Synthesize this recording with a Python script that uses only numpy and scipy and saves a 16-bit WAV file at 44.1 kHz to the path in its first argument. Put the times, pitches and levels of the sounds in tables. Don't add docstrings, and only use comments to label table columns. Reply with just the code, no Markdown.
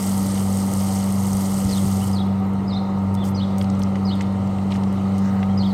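import sys
import numpy as np
from scipy import signal
from scipy.fft import rfft, irfft, next_fast_len
from scipy.io import wavfile
from scipy.ndimage import uniform_filter1d

SR = 44100
rng = np.random.default_rng(int(sys.argv[2]) if len(sys.argv) > 2 else 0)


def generate_wav(signal):
    frames = np.transpose(np.atleast_2d(signal))
    scaled = np.clip(frames, -1, 1) * 32767
    pcm = np.round(scaled).astype(np.int16)
    wavfile.write(sys.argv[1], SR, pcm)


def invert_db(x):
    u = np.asarray(x, float) / 20
    return 10 ** u


N = 252693

# time in seconds, level in dB.
SPRAY_LEVEL = [
    (0, -33.5),
    (.2, -37.5),
    (.8, -36.5),
    (1.15, -38.5),
    (1.55, -36.5),
    (1.98, -37.5),
    (2.14, -44),
    (2.2, -53.5),
    (2.5, -80),
]
# frequency in Hz, level in dB per Hz.
SPLASH_TONE = [(880, -27.5), (1500, -7), (1640, -9), (2090, -3.5), (2610, -13), (3050, -7), (3600, -13),
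               (4550, -7.5), (5800, -8.5), (6520, -6.5), (7180, -10), (8390, -5), (10600, -13),
               (12900, -11.5), (15300, -21.5)]
# frequency in Hz, width in Hz, change in dB.
FLOOR_DIPS = [(11980, 160, -9), (13200, 180, -8)]
# start in seconds, peak in dB.
BIG_DROPS = [(0.026, -22), (0.178, -19), (0.228, -27), (0.5287, -23), (0.5716, -20), (0.6642, -24),
             (0.7365, -15), (0.9592, -24.5), (1.1233, -20.5), (1.268, -20.5), (1.331, -18), (1.369, -18.5),
             (1.5424, -20), (1.8282, -28), (2.076, -23.5)]
# start in seconds, peak in dB.
DRIPS = [
    (2.253, -53),
    (2.268, -49),
    (2.400, -52),
    (2.449, -56),
    (2.468, -51),
    (2.496, -52),
    (2.535, -47),
    (2.552, -56),
    (3.19, -55),
    (4.155, -45.5),
]
# start in seconds, peak in dB.
STRAP_TICKS = [
    (3.700, -37.5),
    (3.750, -48),
    (3.834, -32.5),
    (4.210, -35),
    (4.717, -42),
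    (4.740, -43.5),
    (4.765, -47),
]
# start in seconds, peak in dB, centre in Hz, length in ms.
SOLE_SLAPS = [(3.142, -42, 11000, 1.6), (3.150, -37.5, 5860, 1.7), (3.582, -35, 10000, 2.3),
              (3.624, -40, 9100, 1.2), (3.643, -41, 3000, 3.3), (3.792, -45, 8000, 5.7),
              (3.826, -45, 10900, 3.5), (3.955, -37.5, 1900, 4), (4.219, -45.5, 5000, 4.5),
              (4.323, -52.5, 6000, 2.5), (4.473, -48.5, 5000, 2.5), (4.705, -47, 4000, 1.5),
              (4.760, -38, 3000, 1.3), (4.835, -39.5, 2950, 2.5), (4.925, -47.5, 7000, 3),
              (5.121, -51, 4000, 2), (5.180, -43, 7000, 4.5), (5.188, -50, 9000, 3), (4.711, -49, 7000, 2),
              (4.772, -49, 5500, 2)]
# start in seconds, peak in dB, centre in Hz, length in ms.
HEEL_KNOCKS = [
    (3.612, -34, 3350, 2.9),
    (3.614, -39, 1900, 2.5),
    (3.819, -35.5, 3400, 1.6),
    (4.208, -33, 2160, 3.8),
    (4.584, -45, 2700, 3.6),
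    (4.72, -33.5, 2830, 4),
    (4.733, -48.5, 2800, 2.2),
    (4.742, -47.5, 1800, 1.5),
    (4.751, -36.5, 1920, 3.2),
    (5.429, -32, 2050, 2.6),
]
# start in seconds, length in seconds, level in dB,
# centre in Hz, spread in octaves.
SCUFFS = [
    (3.232, .095, -50.5, 14500, .5),
    (3.234, 0.069, -45, 5970, 1.1),
    (3.579, 0.068, -51.5, 10900, 1.2),
    (4.702, .03, -46.5, 2780, 0.44),
    (4.704, 0.072, -51, 4500, 1.0),
    (5.199, 0.23, -48, 1500, 0.31),
    (4.92, .05, -63, 12900, .5),
    (5.13, 0.15, -56, 5500, 0.41),
    (5.241, .07, -53, 5950, 0.28),
    (5.624, .11, -64, 14500, .2),
]
# time in seconds, pitch in Hz, level in dB.
SQUEAK = [
    (5.12, 15160, -80),
    (5.14, 15200, -68),
    (5.2, 14300, -71),
    (5.225, 15250, -68.5),
    (5.3, 15400, -66),
    (5.335, 14900, -65.5),
    (5.4, 13400, -74),
]
# share of its length, pitch in Hz, level in dB.
FALLING_SHAPE = [(0, 4760, -8.5), (.11, 5096, -0.5), (.24, 5005, -7), (.37, 4710, -6), (.72, 4060, 0),
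                 (.87, 4010, -5.5), (1, 3330, -6)]
# start in seconds, length in seconds, level in dB,
# upward flick before the last drop in Hz, flutter from 0 to 1.
FALLING_CHIRPS = [
    (1.688, .066, -39.5, -80, 0.9),
    (2.129, .06, -39.5, 600, 0.6),
    (2.677, 0.049, -40.5, -150, 0.2),
    (3.345, .059, -38, 750, 0.16),
    (4.050, 0.062, -37, 700, 0.2),
    (5.574, .054, -35, 650, .3),
]
# start in seconds, length in seconds, level in dB,
# starting pitch in Hz, top pitch in Hz.
ARCHED_CHIRPS = [
    (1.756, .032, -39.5, 3500, 3750),
    (2.182, 0.04, -38, 3340, 3850),
    (2.744, .042, -38, 3600, 4130),
    (3.400, .047, -38.5, 3010, 3820),
    (4.104, .044, -38, 2960, 3760),
    (5.626, .044, -37.5, 3130, 3810),
    (2.716, .035, -48, 4830, 5280),
    (3.171, 0.077, -45, 3470, 3540),
    (5.668, .056, -48, 4550, 4500),
]
# start in seconds, length in seconds, level in dB,
# starting pitch in Hz, top pitch in Hz.
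PEEPS = [
    (2.003, .045, -48, 2750, 3030),
    (2.062, .028, -50, 2930, 3100),
    (5.470, .075, -55, 3000, 3250),
    (2.782, .018, -46, 4150, 4300),
    (2.719, .024, -41, 3500, 3700),
    (3.350, .022, -50, 5750, 5950),
    (4.056, .022, -56, 5750, 5950),
    (5.577, .022, -54, 5500, 5900),
    (2.738, .018, -56, 5850, 6000),
]
# delay in seconds, level in dB.
WALL_ECHOES = [
    (.007, -7.5),
    (0.032, -17.5),
    (.058, -21),
    (.099, -18.5),
]
# time in seconds, level at the stroke rate in dB, level at twice that rate in dB.
DRONE_LEVELS = [(0.0, -36, -23), (0.09, -28.5, -21), (0.54, -26.5, -21.5), (0.65, -31, -22),
                (0.83, -26, -21), (1.32, -26, -21), (1.74, -32, -21.5), (1.79, -25, -20.5),
                (2.06, -25, -20.5), (2.7, -30.5, -22.5), (3.22, -24.5, -22), (3.69, -30, -20.5),
                (3.83, -25.5, -20.5), (4.6, -27.5, -23), (4.66, -29.5, -21.5), (5.47, -25.5, -19.5),
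                (5.68, -27, -17.5), (5.73, -36, -18)]
# multiple of the stroke rate, level in dB.
DRONE_OVERTONES = [(3, -43), (4, -50.5), (13, -51.5), (14, -56), (22, -62.5)]
# frequency in Hz, level in dB per Hz.
ROAR_TONE = [(12, -66.5), (20, -33), (42, -16.5), (86, -10.5), (141, -5), (195, -11.5), (220, -11),
             (247, -10.5), (663, -15), (764, -12.5), (1060, -18.5), (1250, -17.5), (1550, -32.5),
             (2100, -33), (5500, -66), (7150, -84), (12100, -120)]
# frequency in Hz, width in Hz, level in dB.
HOUSING_WHISTLES = [(48.4, 12, -53), (120.6, 14, -39.5), (141, 8, -43), (236.9, 7.9, -45.5),
                    (478, 30, -47.5), (572.3, 29, -46.5), (1214, 17, -53.5),
                    (761, 14, -44.5), (922, 8, -46.5)]
# centre in seconds, length in seconds, pitch in Hz, level in dB.
GUSTS = [
    (1.348, .009, 85, -22),
    (1.63, .012, 130, -20.5),
    (1.66, 0.012, 90, -15.5),
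    (1.715, 0.034, 78.5, -31),
    (1.858, 0.02, 135, -19.5),
    (1.872, 0.011, 70, -26),
    (2.25, .02, 70, -33),
]
# frequency in Hz, level in dB per Hz.
HISS_TONE = [(1470, -14), (2500, -5), (3000, 0.5), (3400, -8), (3970, -1), (4840, -8), (5800, -9.5),
             (7600, -11.5), (8600, -10.5), (9500, -15.5), (10400, -21.5), (12300, -18.5), (15300, -21),
             (16500, -44.5)]
# time in seconds, level in dB.
RUNOFF_LEVEL = [
    (2.3, -59),
    (2.9, -59.5),
    (3.73, -56.5),
    (4.29, -57),
    (5.16, -56),
    (5.73, -57),
]
# frequency in Hz, width in Hz, change in dB.
CASE_RIPPLE = [(1986, 103, 5), (8480, 280, 2.5), (8280, 110, 0.5), (10400, 390, -3), (14350, 200, 0)]


def evened(x):
    return x / np.sqrt(np.mean(x ** 2) + 1e-20)


def read(points, hz):
    f, value = np.transpose(points)
    return np.interp(np.log(hz + 1), np.log(f + 1), value)


def follow(rows, t):
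    s, *columns = np.transpose(rows)
    return [np.interp(t, s, column) for column in columns]


def add(mix, s, sound):
    part = mix[round(s * SR):][:len(sound)]
    part += sound[:len(part)]


def drift(hz):
    size = next_fast_len(N, True)
    spectrum = rfft(rng.standard_normal(size))
    slow = spectrum / (1 + (np.fft.rfftfreq(size, 1 / SR) / hz) ** 4)
    return evened(irfft(slow, size)[:N])


def colour(x, db_of, size=1024):
    hz, t, z = signal.stft(x, SR, nperseg=size, noverlap=size * 3 // 4)
    z = z * invert_db(db_of(hz[:, None], t))
    return signal.istft(z, SR, nperseg=size, noverlap=size * 3 // 4)[1][:len(x)]


def octaves(hz):
    return np.log2((hz + 1) / 8500)


def ripple(hz, dips):
    return sum(db * np.exp(-.5 * ((hz - f) / width) ** 2) for f, width, db in dips)


def bump(hz, centre_hz, spread):
    away = np.abs(np.log2((hz + 1) / centre_hz))
    return np.maximum(-6 * (away / spread) ** 2, -14 - 10 * away)


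def burst(envelope, centre_hz, spread, grain_db):
    def shape(hz, t):
        opening = 0.47 * read(SPLASH_TONE, np.maximum(hz, 1700))
        return opening + bump(hz, centre_hz, spread) + ripple(hz, FLOOR_DIPS) + 0 * t

    padded = np.pad(envelope, 512)
    grains = rng.standard_normal(len(padded) // 40 + 1).repeat(40)[:len(padded)]
    noise = rng.standard_normal(len(padded)) * invert_db(grain_db * grains)
    puff = (colour(noise, shape, size=256) * padded)[512:-512]
    return evened(puff) * np.sqrt(np.mean(envelope ** 2))


BRIGHT_TILT, DULL_TILT = 4, 2


def dullness(t):
    away = ((t - 0.32) / 0.69 + .5) % 1 - .5
    return BRIGHT_TILT + (DULL_TILT - BRIGHT_TILT) * np.exp(-(away / 0.13) ** 2)


def water():
    size = invert_db(3.6 * np.minimum(rng.exponential(1, N), 4.5)) * rng.choice([-1, 1], N)
    clumps = invert_db(1.3 * drift(25))
    drops = size * (rng.random(N) < 3500 * clumps / SR)
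    kind = rng.integers(0, 24, N)
    fizz = np.zeros(N)
    for k, hz in enumerate(np.geomspace(2500, 14000, 24)):
        u = np.arange(round(8 * SR / hz)) * hz / SR
        bubble = np.sin(2 * np.pi * u * (1 + 0.018 * u)) * u * np.exp(-u)
        fizz += signal.oaconvolve(drops * (kind == k), bubble)[:N]
    fizz = colour(fizz, lambda hz, t: 4 * np.clip(octaves(hz), -2, 1) + 0 * t, size=256)
    wash = clumps ** 0.19 * rng.standard_normal(N)
    wet = 0.66 * evened(fizz) + 0.73 * wash

    def shape(hz, t):
        tilt = dullness(t) * np.clip(octaves(hz), -2, 1)
        return read(SPLASH_TONE, hz) + ripple(hz, FLOOR_DIPS) + tilt

    wet = colour(wet, shape, size=512)
    t = np.arange(N) / SR
    level_db = follow(SPRAY_LEVEL, t)[0] + 0.81 * drift(7.1)
    level_db += 0.33 * (BRIGHT_TILT - dullness(t))
    return invert_db(level_db) * wet / np.sqrt(np.mean(wet[:SR] ** 2))


def big_drops():
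    out, ms = np.zeros(N), np.arange(SR // 50) / SR * 1000
    envelope = np.minimum(ms / 0.61, 1) * np.exp(-ms / 1.83)
    for s, db in BIG_DROPS:
        add(out, s, invert_db(db - 4.5) * burst(envelope, 8800, spread=0.59, grain_db=1.5))
    return out


def smacks():
    out, ms = np.zeros(N), np.arange(SR // 20) / SR * 1000
    hits = [(s, db, 12600, .8, 0.56) for s, db in DRIPS]
    hits += [(s, db, 5440, 1.7, 0.47) for s, db in STRAP_TICKS]
    hits += [(*row, 1.1) for row in SOLE_SLAPS]
    hits += [(*row, 0.57) for row in HEEL_KNOCKS]
    for s, db, hz, length, spread in hits:
        u = ms / length
        fade = 1.9 * np.exp(-u ** 0.95) + .08 * np.exp(-ms / 12)
        add(out, s, invert_db(db) * burst(np.minimum(u / 0.36, 1) * fade, hz, spread, grain_db=0))
    return out


def heel_hollow():
    out, ms = np.zeros(N), np.arange(SR // 20) / SR * 1000
    for s, db, hz, length in HEEL_KNOCKS:
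        u = ms / (1.3 * length)
        envelope = 2 * np.e * u * np.exp(-2 * u)
        add(out, s, invert_db(db - 5) * envelope * np.sin(2 * np.pi * hz * ms / 1000))
    return out


def scuffs():
    out = np.zeros(N)
    for s, length, db, hz, spread in SCUFFS:
        envelope = signal.windows.tukey(round(length * SR), .3)
        add(out, s, invert_db(db) * burst(envelope, hz, spread, grain_db=3.1))
    return out


def squeak():
    out = np.zeros(N)
    t = np.arange(SQUEAK[0][0], SQUEAK[-1][0], 1 / SR)
    hz, db = follow(SQUEAK, t)
    wobble = drift(220)[:len(t)] + 1j * drift(220)[:len(t)]
    whistle = (wobble * np.exp(2j * np.pi * np.cumsum(hz) / SR)).real
    add(out, t[0], invert_db(db + 3.5 * drift(30)[:len(t)]) * whistle)
    return out


def compressor():
    t = np.arange(N) / SR
    first_db, second_db = uniform_filter1d(follow(DRONE_LEVELS, t), size=1500)
    first_db = first_db + 1.32 * drift(5)
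    second_db = second_db + 0.81 * drift(11)
    turn = 2 * np.pi * 97.07 * t
    out = invert_db(first_db) * np.sin(turn + 0.24 * drift(1.9) + 2.23)
    out += invert_db(second_db) * np.sin(2 * turn + 0.049 * drift(3.6) + 1.58)
    for k, db in DRONE_OVERTONES:
        out += invert_db(db + 2.33 * drift(4.3)) * np.sin(k * turn + 0.21 * drift(1))
    return np.sqrt(2) * out


def fan():
    roar = colour(rng.standard_normal(N), lambda hz, t: read(ROAR_TONE, hz) + 0 * t, size=4096)
    t = np.arange(N) / SR
    out = invert_db(-32.5 + 0.5 * drift(20)) * evened(roar)
    for hz, width, db in HOUSING_WHISTLES:
        turn = 2 * np.pi * hz * t
        out += invert_db(db) * (drift(width / 2) * np.cos(turn) + drift(width / 2) * np.sin(turn))
    return out


def arch(start_hz, top_hz, droop):
    end_hz = top_hz * (1 - droop)
    return [(0, start_hz, -7), (.2, start_hz, -1.5), (.47, top_hz, -2), (.63, top_hz, 1),
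            (.85, end_hz, -1.5), (1, end_hz, -7)]


def chirp(shape, length, rough):
    t = np.arange(0, length, 1 / SR)
    hz, db = follow(shape, t / length)
    turn = 2 * np.pi * np.cumsum(uniform_filter1d(hz, 90)) / SR
    wander = uniform_filter1d(uniform_filter1d(rng.standard_normal(len(t)), 70), 70)
    flutter = 1 + rough * evened(wander)
    return np.sqrt(2) * flutter * invert_db(db) * np.sin(turn) * signal.windows.tukey(len(t), .06)


def sparrows():
    calls = np.zeros(N)
    *fall, (share, hz, turn_db), drop = FALLING_SHAPE
    for s, length, db, flick, rough in FALLING_CHIRPS:
        shape = fall + [(share, hz + flick, turn_db), drop]
        add(calls, s, invert_db(db) * chirp(shape, length, rough))
    for rows, droop, rough in ((ARCHED_CHIRPS, .125, .3), (PEEPS, .03, .6)):
        for s, length, db, start_hz, top_hz in rows:
            add(calls, s, invert_db(db) * chirp(arch(start_hz, top_hz, droop), length, rough))
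    t = np.arange(SR // 2) / SR
    tail = rng.standard_normal(len(t)) * invert_db(-60 * t / .8) * np.minimum(t / 0.011, 1)
    space = invert_db(-9) * tail / np.linalg.norm(tail)
    for s, db in WALL_ECHOES:
        add(space, s, invert_db([db]))
    return calls + signal.oaconvolve(calls, space)[:N]


def gusts():
    out = np.zeros(N)
    for s, length, hz, db in GUSTS:
        u = np.arange(-2 * length, 2 * length, 1 / SR) / length
        swing = np.cos(2 * np.pi * hz * length * u * (1 - 0.12 * u))
        add(out, s - 2 * length, invert_db(db) * np.exp(-2 * u ** 2) * swing)
    return out


def runoff():
    def shape(hz, t):
        level_db = follow(RUNOFF_LEVEL, t)[0]
        top_db = .8 * np.interp(t * SR, np.arange(N), drift(6))
        top = np.clip((hz - 9600) / 800, 0, 1)
        patches = rng.standard_normal((len(hz), len(t)))
        patches = evened(uniform_filter1d(uniform_filter1d(patches, 9, 0), 14, 1))
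        change = (1 - .4 * top) * (level_db - level_db.mean())
        return read(HISS_TONE, hz) + change + top * top_db + 1.6 * patches

    return invert_db(-52.5) * evened(colour(rng.standard_normal(N), shape, size=512))


def scene():
    spray = water() + big_drops()
    steps = smacks() + heel_hollow() + scuffs() + squeak()
    machine = compressor() + fan()
    return (spray + steps + machine + sparrows() + gusts() + runoff())[None]


def low_pass(x):
    return signal.sosfilt(signal.butter(12, 15490, fs=SR, output="sos"), x)


def record(dry):
    size = next_fast_len(N, True)
    hz = np.fft.rfftfreq(size, 1 / SR)
    mix = irfft(rfft(dry, size) * invert_db(ripple(hz, CASE_RIPPLE)), size)[:, :N]
    return low_pass(mix)


dry = scene()
out = record(dry)
generate_wav(out)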